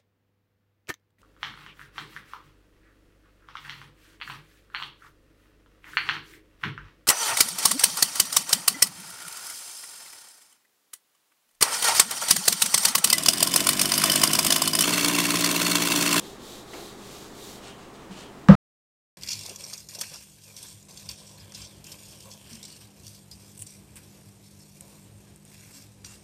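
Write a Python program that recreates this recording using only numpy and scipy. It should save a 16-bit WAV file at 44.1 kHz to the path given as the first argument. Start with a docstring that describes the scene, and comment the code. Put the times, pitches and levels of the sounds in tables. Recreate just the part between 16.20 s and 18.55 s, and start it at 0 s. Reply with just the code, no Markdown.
"""A small classroom: a felt eraser is wiped to and fro over a whiteboard. Its fibres catch and slip,
so each stroke hisses, brighter with speed, and the board drones under it. Once the eraser judders
and scuffs. The arm drops and a sleeve swishes, with a soft bump among the swishes. Then comes a
hard knock, as of the eraser put down on a table beside the microphone, which overloads.
Steady room tone lies below."""
import sys
import numpy as np
from scipy import signal
from scipy.fft import rfft, irfft
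from scipy.io import wavfile

SR = 44100
rng = np.random.default_rng(int(sys.argv[2]) if len(sys.argv) > 2 else 0)


def wav_out(sig):
    """Save sig, one row per channel (or a flat mono array), as 16-bit PCM at SR to the path in sys.argv[1]."""
    wavfile.write(sys.argv[1], SR, np.round(np.clip(np.atleast_2d(sig).T, -1, 1) * 32767).astype(np.int16))


N = 103767
T = np.arange(N) / SR


def eraser():
    """The hand speeds up and slows in each stroke; slipping felt hisses, scrapes and shakes the board."""
    # strokes, turn to turn: start/s, length/s, fastest at/share of length, level/dB,
    # relative treble/dB, scrape f/Hz, relative scrape/dB
    strokes = [(-.09, 0.28, 0.46, -49.5, -2.5, 3500, -7), (0.179, 0.28, 0.49, -47.5, -2, 3620, -7),
               (0.445, .32, 0.55, -48, -1, 3860, -6.5), (0.738, 0.4, 0.54, -48, -3, 2620, -15),
               (1.107, 0.31, .56, -47, -0.5, 3700, -11.5)]
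    # colour of the felt's hiss: f/Hz, relative level/dB
    felt_spectrum = [(1500, -17.5), (2300, -10), (2800, -8), (3300, -3), (4300, -3), (4800, -5),
                     (7500, -4.5), (10000, -9.5), (13000, -10.5), (16000, -17.5)]
    # modes of the rubbed board and eraser case: f/Hz, width/Hz, level/dB
    board_modes = [(217, 11, -65), (340, 20, -60), (393.8, 18, -54), (513, 61, -68), (740, 100, -79),
                   (1080, 180, -70), (3670, 480, -60.5), (4340, 270, -68)]
    hiss_power, treble_power, board_power = 0.92, 0.31, 0.28   # how each grows with hand speed
    treble_hz = 8500
    hiss = coloured(slips(per_s=14000, spread_db=2.5), felt_spectrum)
    treble = signal.sosfiltfilt(signal.butter(2, treble_hz, "high", fs=SR, output="sos"), hiss)
    wipes, hand_speed = 0, 0
    for start, length, fastest, db, treble_db, scrape_hz, scrape_db in strokes:
        speed = 1 - np.interp((T - start) / length, [0, fastest, 1], [-1, 0, 1]) ** 2
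        scrape = from_db(scrape_db) * noise_band(scrape_hz, width_hz=960)
        felt = hiss - treble + treble * from_db(treble_db) * speed ** treble_power
        wipes += from_db(db) * speed ** hiss_power * (felt + scrape)
        hand_speed += speed
    drag = slips(per_s=2500, spread_db=2)
    drone = sum(from_db(db) * resonance(drag, hz, width) for hz, width, db in board_modes)
    return wipes + hand_speed ** board_power * drone


def knock(at_s=2.286):
    """A hard blow on the table: crack and click, the top's swelling, beating boom and a diffuse ring."""
    # low modes of the table top: f/Hz, level/dB, t60/s
    table_modes = [(157.6, 7.5, 0.13), (195.3, 13.5, 0.11)]
    # bright modes of the hard contact: f/Hz, level/dB, t60/s
    click_modes = [(860, -16.5, .025), (1204, -14, 0.037), (1667, -13.5, 0.013), (2880, -23.5, 0.011),
                   (3820, -24.5, 0.006), (5700, -23.5, 0.0047), (7770, -29, 0.0037)]
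    # colour of table and room ringing on: f/Hz, relative level/dB
    ring_spectrum = [(30, -4), (70, 11), (120, 2.5), (300, -2.5), (450, 0), (850, -4.5), (1250, 1.5),
                     (1600, -8), (2200, -15.5), (2900, -17), (5000, -25.5), (8000, -39), (16000, -52)]
    crack_db, crack_decay_s, crack_top_hz = -26.5, 0.0011, 3500
    boom_rise_s = 0.01306
    ring_db, ring_t60_s, ring_attack_s = -17.5, 0.55, 0.0019
    age = np.maximum(T - at_s, 0)
    lowpass = signal.butter(2, crack_top_hz, fs=SR, output="sos")
    crack_noise = rms_one(signal.sosfilt(lowpass, rng.standard_normal(N)))
    crack = from_db(crack_db) * (age > 0) * np.exp(-age / crack_decay_s) * crack_noise
    boom = (1 - np.exp(-(age / boom_rise_s) ** 2)) * struck(table_modes, age)
    ring_envelope = from_db(ring_db - 60 * age / ring_t60_s) * np.minimum(age / ring_attack_s, 1)
    ring = ring_envelope * coloured(rng.standard_normal(N), ring_spectrum)
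    return crack + struck(click_modes, age) + boom + ring


def scuff():
    """The eraser judders: its case clacks, and the felt slips in short, coarse, dying bursts."""
    # bursts of the judder: t/s, level/dB, decay/s
    judders = [(0.532, -36.5, .05), (.578, -57, 0.019), (0.603, -45, 0.011)]
    # colour of the scuff: f/Hz, relative level/dB
    scuff_spectrum = [(150, -23), (260, 0), (345, 10.5), (480, -2.5), (690, 5), (1200, -6.5), (1550, -8),
                      (2200, -10), (4500, -16), (9000, -32), (16000, -42)]
    attack_s = 0.0064
    clack_db, clack_decay_s = -43, 0.019
    envelope = 0
    for start, db, decay in judders:
        age = np.maximum(T - start, 0)
        envelope += from_db(db) * np.minimum(age / attack_s, 1) * np.exp(-age / decay)
    clack_age = np.maximum(T - judders[0][0], 0)
    clack_envelope = from_db(clack_db) * (clack_age > 0) * np.exp(-clack_age / clack_decay_s)
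    clack = clack_envelope * resonance(rng.standard_normal(N), hz=1800, width_hz=1200)
    return clack + envelope * coloured(slips(per_s=4500, spread_db=2.5), scuff_spectrum)


def sleeve():
    """Cloth slides over cloth in smooth swells, each trailed by a narrow rasp."""
    # swishes: centre t/s, half length/s, level/dB
    swishes = [(1.469, 0.047, -45), (1.62, 0.05, -55), (1.755, 0.019, -54), (1.824, .04, -59),
               (1.925, 0.024, -53), (1.999, 0.053, -46)]
    # colour of the sliding cloth: f/Hz, relative level/dB
    cloth_spectrum = [(300, -7.5), (700, 1), (1300, -2), (1900, -5.5), (2900, 0), (4200, -2.5), (5500, -7),
                      (8000, -7.5), (10500, -17), (16000, -29)]
    rasp_db, rasp_lag_s = -10, 0.043   # relative to the swish
    envelope = sum(from_db(db) * swell(centre, half) for centre, half, db in swishes)
    trailing = np.interp(T - rasp_lag_s, T, envelope)
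    rasp = from_db(rasp_db) * trailing * noise_band(hz=2980, width_hz=700)
    return envelope * coloured(slips(per_s=6800, spread_db=2.5), cloth_spectrum) + rasp


def bump(hz=194.5, db=-34.5):
    """A soft nudge makes the table boom briefly."""
    return from_db(db) * swell(centre_s=1.916, half_s=0.015) * np.sin(2 * np.pi * hz * T)


def reverb(x, t60_s=0.72, wet_db=-9.5):
    """The classroom adds a diffuse, dying tail."""
    tail = rng.standard_normal(N) * from_db(-60 * T / t60_s)
    return x + from_db(wet_db) * signal.fftconvolve(x, tail / np.linalg.norm(tail))[:N]


def room_tone(air_db=-46.5):
    """A steady rush of air, coloured by the room's resonances, with a faint hum."""
    # colour of the air: f/Hz, relative level/dB
    air_spectrum = [(25, -6), (55, -6), (95, -17), (125, -6), (210, -2), (400, -1), (600, -7), (1150, -9),
                    (1550, -15), (1850, -15), (2600, -20), (4800, -25), (8000, -26.5), (11000, -33.5),
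                    (15500, -36.5)]
    # steady tones in the room: f/Hz, level/dB
    hum_tones = [(69, -64), (119, -60.5), (146, -66), (200, -57), (397, -61.5)]
    # room resonances in the rush of air: f/Hz, width/Hz, level/dB
    room_modes = [(247, 9.2, -60.5), (298.5, 17, -64.5), (340, 11, -62.5), (699, 20, -65.5),
                  (782, 8.3, -66.5), (1145, 25, -65)]
    hum = sum(from_db(db) * np.sqrt(2) * np.sin(2 * np.pi * (hz * T + rng.random()))
              for hz, db in hum_tones)
    drone = sum(from_db(db) * resonance(rng.standard_normal(N), hz, width)
                for hz, width, db in room_modes)
    return from_db(air_db) * coloured(rng.standard_normal(N), air_spectrum) + drone + hum


def slips(per_s, spread_db):
    """Fibres catch and let go: tiny random clicks of uneven size."""
    sizes = from_db(spread_db * np.minimum(rng.exponential(1, N), 5)) * rng.choice([-1, 1], N)
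    return sizes * (rng.random(N) < per_s / SR)


def struck(modes, age):
    """A struck body rings in decaying modes of alternating sign."""
    return sum((-1) ** k * from_db(db - 60 * age / t60) * np.sin(2 * np.pi * hz * age)
               for k, (hz, db, t60) in enumerate(modes))


def swell(centre_s, half_s):
    """A bell-shaped envelope, down to 1/e at half_s either side of its centre."""
    return np.exp(-((T - centre_s) / half_s) ** 2)


def noise_band(hz, width_hz):
    """Pitched noise: white noise passed twice through one resonance; rms 1."""
    return resonance(resonance(rng.standard_normal(N), hz, width_hz), hz, width_hz)


def resonance(x, hz, width_hz):
    """Two-pole band-pass; rms 1."""
    radius = np.exp(-np.pi * width_hz / SR)
    feedback = [1, -2 * radius * np.cos(2 * np.pi * hz / SR), radius * radius]
    return rms_one(signal.lfilter([1, 0, -1], feedback, x))


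def coloured(x, spectrum):
    """Shape a steady signal with an EQ curve; rms 1."""
    hz, db = np.transpose(spectrum)
    bin_hz = np.maximum(np.arange(N // 2 + 1) * SR / N, 1)
    gain = from_db(np.interp(np.log(bin_hz), np.log(hz), db))
    return rms_one(irfft(rfft(x) * gain, N))


def from_db(db):
    """Decibels to gain."""
    return 10 ** (np.asarray(db) / 20)


def rms_one(x):
    """Scale to unit rms."""
    return x / np.sqrt(np.mean(x ** 2) + 1e-20)


def scene():
    """Mono mix: wiping and arm movement in the room's reverb, the close knock, and room tone."""
    return (reverb(eraser() + scuff() + sleeve() + bump()) + knock() + room_tone())[None]


def record(dry):
    """The microphone overloads: peaks are clipped flat, then the top end is cut."""
    ceiling, cutoff_hz = 0.97, 15750
    lowpass = signal.ellip(10, 0.1, 80, cutoff_hz, fs=SR, output="sos")
    return signal.sosfilt(lowpass, np.clip(dry, -ceiling, ceiling))


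dry = scene()
out = record(dry)
wav_out(out)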